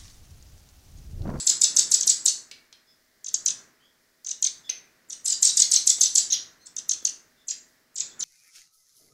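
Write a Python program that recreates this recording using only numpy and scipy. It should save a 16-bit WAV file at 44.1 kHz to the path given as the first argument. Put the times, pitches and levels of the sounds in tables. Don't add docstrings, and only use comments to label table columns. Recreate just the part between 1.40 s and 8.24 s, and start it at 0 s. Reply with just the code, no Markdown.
import sys
import numpy as np
from scipy import signal
from scipy.fft import rfft, irfft
from scipy.io import wavfile
from scipy.ndimage import uniform_filter1d

SR = 44100
rng = np.random.default_rng(int(sys.argv[2]) if len(sys.argv) > 2 else 0)


def unload_audio(sound):
    columns = np.transpose(np.atleast_2d(sound))
    steps = np.round(np.clip(columns, -1, 1) * 32767)
    wavfile.write(sys.argv[1], SR, steps.astype(np.int16))


N = 301644
LEAD_S = .2


def undb(db):
    return 10 ** (np.asarray(db) / 20)


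def lookup(points, hz):
    f, value = np.transpose(points)
    return np.interp(np.log(np.maximum(hz, 1)), np.log(f), value)


def colour(x, points):
    gain = undb(lookup(points, np.fft.rfftfreq(len(x), 1 / SR)))
    return irfft(rfft(x) * gain, len(x))


def noise(points, size):
    x = colour(rng.standard_normal(size), points)
    return x / x.std()


def wander(rate, size):
    return np.interp(np.arange(size) * rate / SR, np.arange(size), rng.standard_normal(size))


def silence():
    return np.zeros(N + int(LEAD_S * SR))


def add(out, s, x):
    i = int((s + LEAD_S) * SR)
    out[i:i + len(x)] += x[:max(len(out) - i, 0)]


HALF_NOTE_S = .025
# frequency in Hz, level in dB.
WIDE_BEAK = [(1500, -39.5), (2500, -29), (3500, -10.5), (5000, -7), (6200, -2), (7800, 1), (9000, -7.5),
             (10500, -20.5), (12500, -33.5), (15500, -41.5)]
NARROW_BEAK = [(1500, -21), (2500, -16.5), (3700, -13), (5000, -15), (6300, 3), (7300, -2.5), (9000, -25.5),
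               (10500, -23), (12500, -42.5), (15500, -21.5)]
# frequency in Hz, relative level in dB.
RASP_COLOUR = [(100, -40.5), (1000, -36.5), (1800, -10.5), (3000, 2), (6500, 4), (9000, 1), (12000, -4),
               (14500, -8.5)]


def syllable(top_hz, fall, ratio, upper_db, lower_db, gape, round_s=.006, rise_s=0.007, climb=.45,
             jitter=.012, slack=0.036, flutter_db=3.0, mix_db=-37, rasp_db=-34, gape_rasp_db=10,
             join_hz=11300, foot_hz=2100):
    t = np.arange(-HALF_NOTE_S, HALF_NOTE_S, 1 / SR)
    steepness = fall * np.where(t < 0, climb, 1)
    hz = top_hz * np.exp(-steepness * (np.hypot(t, round_s) - round_s))
    gape = np.clip(gape, 0, 1)
    onset = np.exp(-(np.minimum(t, 0) / rise_s) ** 2)
    release = np.clip((hz - foot_hz - 1400 * gape) / 2600, 0, 1)
    pressure = onset * release * signal.windows.tukey(len(t), .1)
    joined = np.clip((join_hz - hz) / 2500, .06, 1)
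    unsteady = jitter + slack * np.clip((6500 - hz) / 2000, 0, 1)
    voices = 0
    for pitch, db, drive in ((hz, upper_db, pressure), (hz * ratio, lower_db, pressure * joined)):
        pitch = pitch * (1 + unsteady * wander(1500, len(t)))
        beak_db = gape * lookup(WIDE_BEAK, pitch) + (1 - gape) * lookup(NARROW_BEAK, pitch)
        gain = undb(db + beak_db + flutter_db * wander(900, len(t)))
        phase = 2 * np.pi * np.cumsum(pitch) / SR
        voices = voices + drive * gain * np.exp(1j * phase)
    overtones = undb(mix_db) * (voices ** 2).imag / 0.306
    loudness = np.abs(voices)
    airflow = loudness.max() ** 0.04 * uniform_filter1d(loudness, size=600)
    rasp = undb(rasp_db + gape_rasp_db * gape) * airflow * noise(RASP_COLOUR, len(t))
    return voices.imag + overtones + rasp


SWEEP_FALL, SWEEP_RATIO, SWEEP_LOWER_DB, SWEEP_RISE_S = 100, .69, -3, 0.0044
ARCH_FALL, ARCH_RATIO, ARCH_LOWER_DB, ARCH_RISE_S = 165, .67, -5.5, .004
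BEG_BEAT_S = .0232
BEG_SAG, FULL_EFFORT_DB = 0.2, -8


def beg(count, gap_s, sweep_hz, arch_hz, db, swell_db, gape):
    notes = [syllable(sweep_hz, SWEEP_FALL, SWEEP_RATIO, db, db + SWEEP_LOWER_DB, gape,
                      rise_s=SWEEP_RISE_S, round_s=.0065, foot_hz=2600, jitter=.018, slack=.05,
                      flutter_db=3.5, rasp_db=-34, join_hz=12080)]
    sag = BEG_SAG * min(undb(db - FULL_EFFORT_DB), 1)
    for k in range(1, int(round(count))):
        note_db = db + k * swell_db
        top_hz = arch_hz * (1 - sag) ** (k - 1)
        notes.append(syllable(top_hz, ARCH_FALL, ARCH_RATIO, note_db, note_db + ARCH_LOWER_DB, gape,
                              rise_s=ARCH_RISE_S, round_s=.006, climb=.55, foot_hz=1900,
                              jitter=.014, slack=.055, flutter_db=3, rasp_db=-34))
    return phrase(notes, gap_s, BEG_BEAT_S, room_db=-2.5)


CHATTER_SWEEP_HZ, CHATTER_SWEEP_FALL, CHATTER_SWEEP_RATIO = 13450, 178, .8
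CHATTER_ARCH_HZ, CHATTER_ARCH_FALL, CHATTER_ARCH_RATIO = 9030, 190, .7
CHATTER_SWEEP_LOWER_DB, CHATTER_SWEEP_GAPE = -3.5, 0.033
CHATTER_ARCH_UPPER_DB, CHATTER_ARCH_GAPE = 0.5, 0.24
CHATTER_GAP_S, CHATTER_BEAT_S = 0.025, .0218


def chatter(count, db, swell_db):
    notes = [syllable(CHATTER_SWEEP_HZ, CHATTER_SWEEP_FALL, CHATTER_SWEEP_RATIO,
                      db, db + CHATTER_SWEEP_LOWER_DB, CHATTER_SWEEP_GAPE,
                      rise_s=.003, foot_hz=3040, jitter=.02, slack=0.061,
                      flutter_db=3, mix_db=-39, rasp_db=-33)]
    for k in range(1, int(round(count))):
        note_db = db + k * swell_db
        notes.append(syllable(CHATTER_ARCH_HZ, CHATTER_ARCH_FALL, CHATTER_ARCH_RATIO,
                              note_db + CHATTER_ARCH_UPPER_DB, note_db, CHATTER_ARCH_GAPE,
                              rise_s=0.00255, round_s=.006, foot_hz=2300, jitter=.018, slack=0.056,
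                              flutter_db=3, mix_db=-41, rasp_db=-34))
    return phrase(notes, CHATTER_GAP_S, CHATTER_BEAT_S, room_db=-7)


SQUEAK_FALL, SQUEAK_RATIO, SQUEAK_LOWER_DB, SQUEAK_GAPE = 165, .64, -4, 0.55


def squeak(top_hz, db):
    note = syllable(top_hz, SQUEAK_FALL, SQUEAK_RATIO, db, db + SQUEAK_LOWER_DB, SQUEAK_GAPE,
                    slack=.05, rasp_db=-29.5)
    return phrase([note], 0, 0, room_db=-4.0)


def phrase(notes, gap_s, beat_s, room_db):
    out = np.zeros(int(.8 * SR))
    for k, note in enumerate(notes):
        i = int((gap_s + (k - 1) * beat_s) * SR) if k else 0
        out[i:i + 2 * len(note)] += bounced(note)
    return kitchen(out, room_db=room_db)


# time in seconds, number of notes, seconds from sweep to first arch,
# sweep top in Hz, arch top in Hz, level in dB, change in dB per note, gape from 0 to 1.
BEGGING_CALLS = [(-.092, 2, 0.036, 12660, 7900, -7.5, -1, 0.92),
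                 (0.0636, 2, 0.033, 12770, 7730, -11, 2.5, 0.82),
                 (0.2081, 2, 0.031, 12940, 7870, -10, 3, 0.73),
                 (0.3596, 2, 0.031, 12310, 7980, -9.5, 2, 0.8),
                 (0.5103, 2, 0.032, 12500, 7770, -10, 2, 0.89),
                 (0.6662, 2, .0321, 12640, 7780, -9.5, 2, 0.89), (.851, 2, 0.031, 12800, 6780, -9, -1, .75),
                 (3.695, 2, 0.03, 11800, 9000, -29.5, 4, .4),
                 (3.852, 4, 0.027, 11320, 8250, -18.5, 1.36, 0.99),
                 (4.0193, 4, .031, 13000, 8460, -10, -1, 0.98), (4.165, 3, 0.033, 12970, 8220, -9.5, 0, 1),
                 (4.309, 3, 0.029, 12800, 7950, -8.5, 0, 0.79),
                 (4.465, 2, .0338, 12780, 7800, -8.5, -0.5, 0.9),
                 (4.6043, 3, 0.03, 12670, 7770, -8, -2.5, 0.8),
                 (4.748, 2, 0.031, 12380, 7780, -8.5, 1.5, .62),
                 (6.079, 2, .028, 11440, 7510, -24.5, 5, 0.17),
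                 (6.5526, 3, 0.027, 12150, 7990, -27, 4, 0.3),
                 (6.799, 2, 0.028, 10600, 6410, -23.5, 3, 0.28)]
# time in seconds, number of notes, level in dB, change in dB per note.
CHATTER_CALLS = [(.6033, 2, -13, -6.5), (1.8385, 3, -27.5, 0), (1.937, 1, -10, 0), (2.0547, 3, -8.5, -5.5),
                 (2.841, 4, -30, 2.5), (3.0194, 3, -13, -1), (5.3596, 2, -21.5, -4),
                 (5.487, 3, -11.5, -5.5), (5.6453, 3, -11.5, -8.5)]
# time in seconds, top in Hz, level in dB.
SQUEAK_CALLS = [(3.2994, 6200, -22.5), (4.909, 6500, -20.5), (4.928, 6800, -13.5), (4.9395, 5960, -13.5),
                (4.9493, 4960, -14), (5.266, 8500, -36.5)]


def begging():
    out = silence()
    for call, table in ((beg, BEGGING_CALLS), (chatter, CHATTER_CALLS), (squeak, SQUEAK_CALLS)):
        for s, *shape in table:
            add(out, s - HALF_NOTE_S, call(*shape))
    return out


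PEEP_RATIO = 1.47
# start in seconds, length in seconds,
# start pitch in Hz, end pitch in Hz, peak level of the first voice in dB, second voice in dB against it.
PEEPS = [(1.465, .07, 3480, 3500, -68, 9), (2.39, .11, 3000, 3480, -63, -10),
         (3.235, .055, 3520, 3500, -50, -11), (5.19, .08, 4100, 4300, -58, -3),
         (5.585, .06, 3500, 3440, -59, -13), (5.965, .08, 3600, 3550, -62, -13),
         (6.69, .06, 3550, 3500, -57, -12)]


def peeps(quaver=0.035, octave_db=-14):
    out = silence()
    for s, length, start_hz, end_hz, db, second_db in PEEPS:
        n = int(length * SR)
        pitch = np.linspace(start_hz, end_hz, n) * (1 + quaver * wander(1100, n))
        phase = 2 * np.pi * np.cumsum(pitch) / SR
        first = np.sin(phase) + undb(octave_db) * np.sin(2 * phase)
        second = undb(second_db) * np.sin(PEEP_RATIO * phase)
        swell = np.sin(np.linspace(0, np.pi, n))
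        add(out, s, undb(db) * (first + second) * swell)
    return out


# frequency in Hz, relative level in dB.
TICK_COLOUR = [(50, -44.5), (300, -28), (1200, -29.5), (2200, -5), (3200, -5.5), (4400, 2.5), (6300, -1.5),
               (9000, -15), (15000, -34)]
KNOCK_COLOUR = [(40, -36), (120, -4.5), (350, 3), (800, -12.5), (1500, -14), (4000, -17.5)]
# start in seconds, tick level in dB, dull knock level in dB.
TICKS = [(1.1131, -33, -68), (1.3272, -43, -64), (3.2943, -29.5, -45), (4.584, -39, -46.5),
         (5.626, -54.5, -49)]


def ticks(tick_s=0.0043, knock_s=0.0025, lowest_hz=220):
    out, t = silence(), np.arange(2048) / SR
    for s, db, knock_db in TICKS:
        tick = noise(TICK_COLOUR, len(t)) * np.exp(-t / tick_s)
        knock = noise(KNOCK_COLOUR, len(t)) * np.exp(-t / knock_s)
        add(out, s, undb(db) * tick + undb(knock_db) * knock)
    return signal.sosfilt(signal.butter(2, lowest_hz, "high", fs=SR, output="sos"), out)


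# typical delay in seconds, level in dB against the direct sound.
BOUNCES = [(.0011, -9.5), (.0028, -10.5), (.0047, -18), (.0083, -15.5), (.013, -15)]


def bounced(x, sway=.15):
    x = np.pad(x, (0, len(x)))
    out = x.copy()
    for delay_s, db in BOUNCES:
        lag = max(int(delay_s * SR * np.exp(sway * rng.standard_normal())), 1)
        out[lag:] += undb(db) * x[:-lag]
    return out


# frequency in Hz, relative level in dB.
ROOM_COLOUR = [(200, -8.5), (2000, 6), (3500, 5.5), (5000, 5), (6500, -3), (8000, -0.5), (10000, 5.5),
               (15000, 6)]
# frequency in Hz, time to fall by 60 dB in seconds.
ROOM_DECAY = [(200, 0.94), (3000, 0.3), (6000, 0.31), (9000, 0.33), (15000, 0.12)]


def kitchen(x, direct_db=-1, room_db=-3, build_s=.003):
    t = np.arange(int(.8 * SR)) / SR
    hz = np.fft.rfftfreq(len(t), 1 / SR)
    spectrum = rfft(colour(rng.standard_normal(len(t)), ROOM_COLOUR))
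    centres, t60s = np.transpose(ROOM_DECAY)
    tail = np.zeros(len(t))
    for band, t60 in zip(np.eye(len(centres)), t60s):
        band_noise = irfft(spectrum * np.interp(hz, centres, band), len(t))
        tail += band_noise * undb(-60 * t / t60)
    tail *= 1 - np.exp(-(t / build_s) ** 2)
    response = undb(room_db) * tail / np.sqrt(np.sum(tail ** 2))
    response[0] += undb(direct_db)
    return signal.fftconvolve(x, response)[:len(x)]


# frequency in Hz, relative level in dB.
HISS_COLOUR = [(25, -13.5), (100, -17.5), (250, -14), (400, -14.5), (750, -20.5), (1300, -20), (1900, -9.5),
               (2600, -21), (5000, -11.5), (9000, -20.5), (15500, -19.5)]
HISS_DB = -67
# frequency in Hz, level in dB.
HUM = [(248, -84.5), (640, -84.5)]
# time in seconds, level in dB; it glides between rows.
SLEEVE = [(0, -63.5), (.4, -61.5), (1.1, -71), (1.7, -84.5), (2.1, -65.5), (2.7, -80), (3.9, -69.5),
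          (5.6, -68.5), (6.3, -80.5), (6.84, -63.5)]


def background():
    t = np.arange(N) / SR
    hiss = noise(HISS_COLOUR, N) * undb(HISS_DB + 1.0 * wander(7.6, N))
    hum = sum(undb(db) * np.sin(2 * np.pi * hz * t) for hz, db in HUM)
    cloth = noise([(50, -15.5), (130, -4.0), (350, -3.5), (800, -11.5), (1600, -3),
                   (3000, -10.5), (9000, -33)], N)
    sleeve_db = np.interp(t, *np.transpose(SLEEVE)) + 1.5 * wander(25, N)
    return hiss + hum + cloth * undb(sleeve_db)


def scene():
    calls = begging()
    small_sounds = kitchen(peeps() + ticks())
    return ((calls + small_sounds)[-N:] + background())[None]


TOP_HZ = 15600


def record(dry, open_db=13, knee_db=-30, hold_s=0.049, split_hz=2000):
    pole = np.exp(-1 / (hold_s * SR))
    loudness = np.maximum(signal.lfilter([1 - pole], [1, -pole], np.abs(dry)), 1e-9)
    opening = (loudness / (loudness + undb(knee_db))) ** 0.23
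    low = signal.sosfiltfilt(signal.butter(3, split_hz, fs=SR, output="sos"), dry)
    eased = dry + (undb(open_db * opening) - 1) * low
    return signal.sosfilt(signal.ellip(8, .2, 70, TOP_HZ, fs=SR, output="sos"), eased)


dry = scene()
out = record(dry)
unload_audio(out)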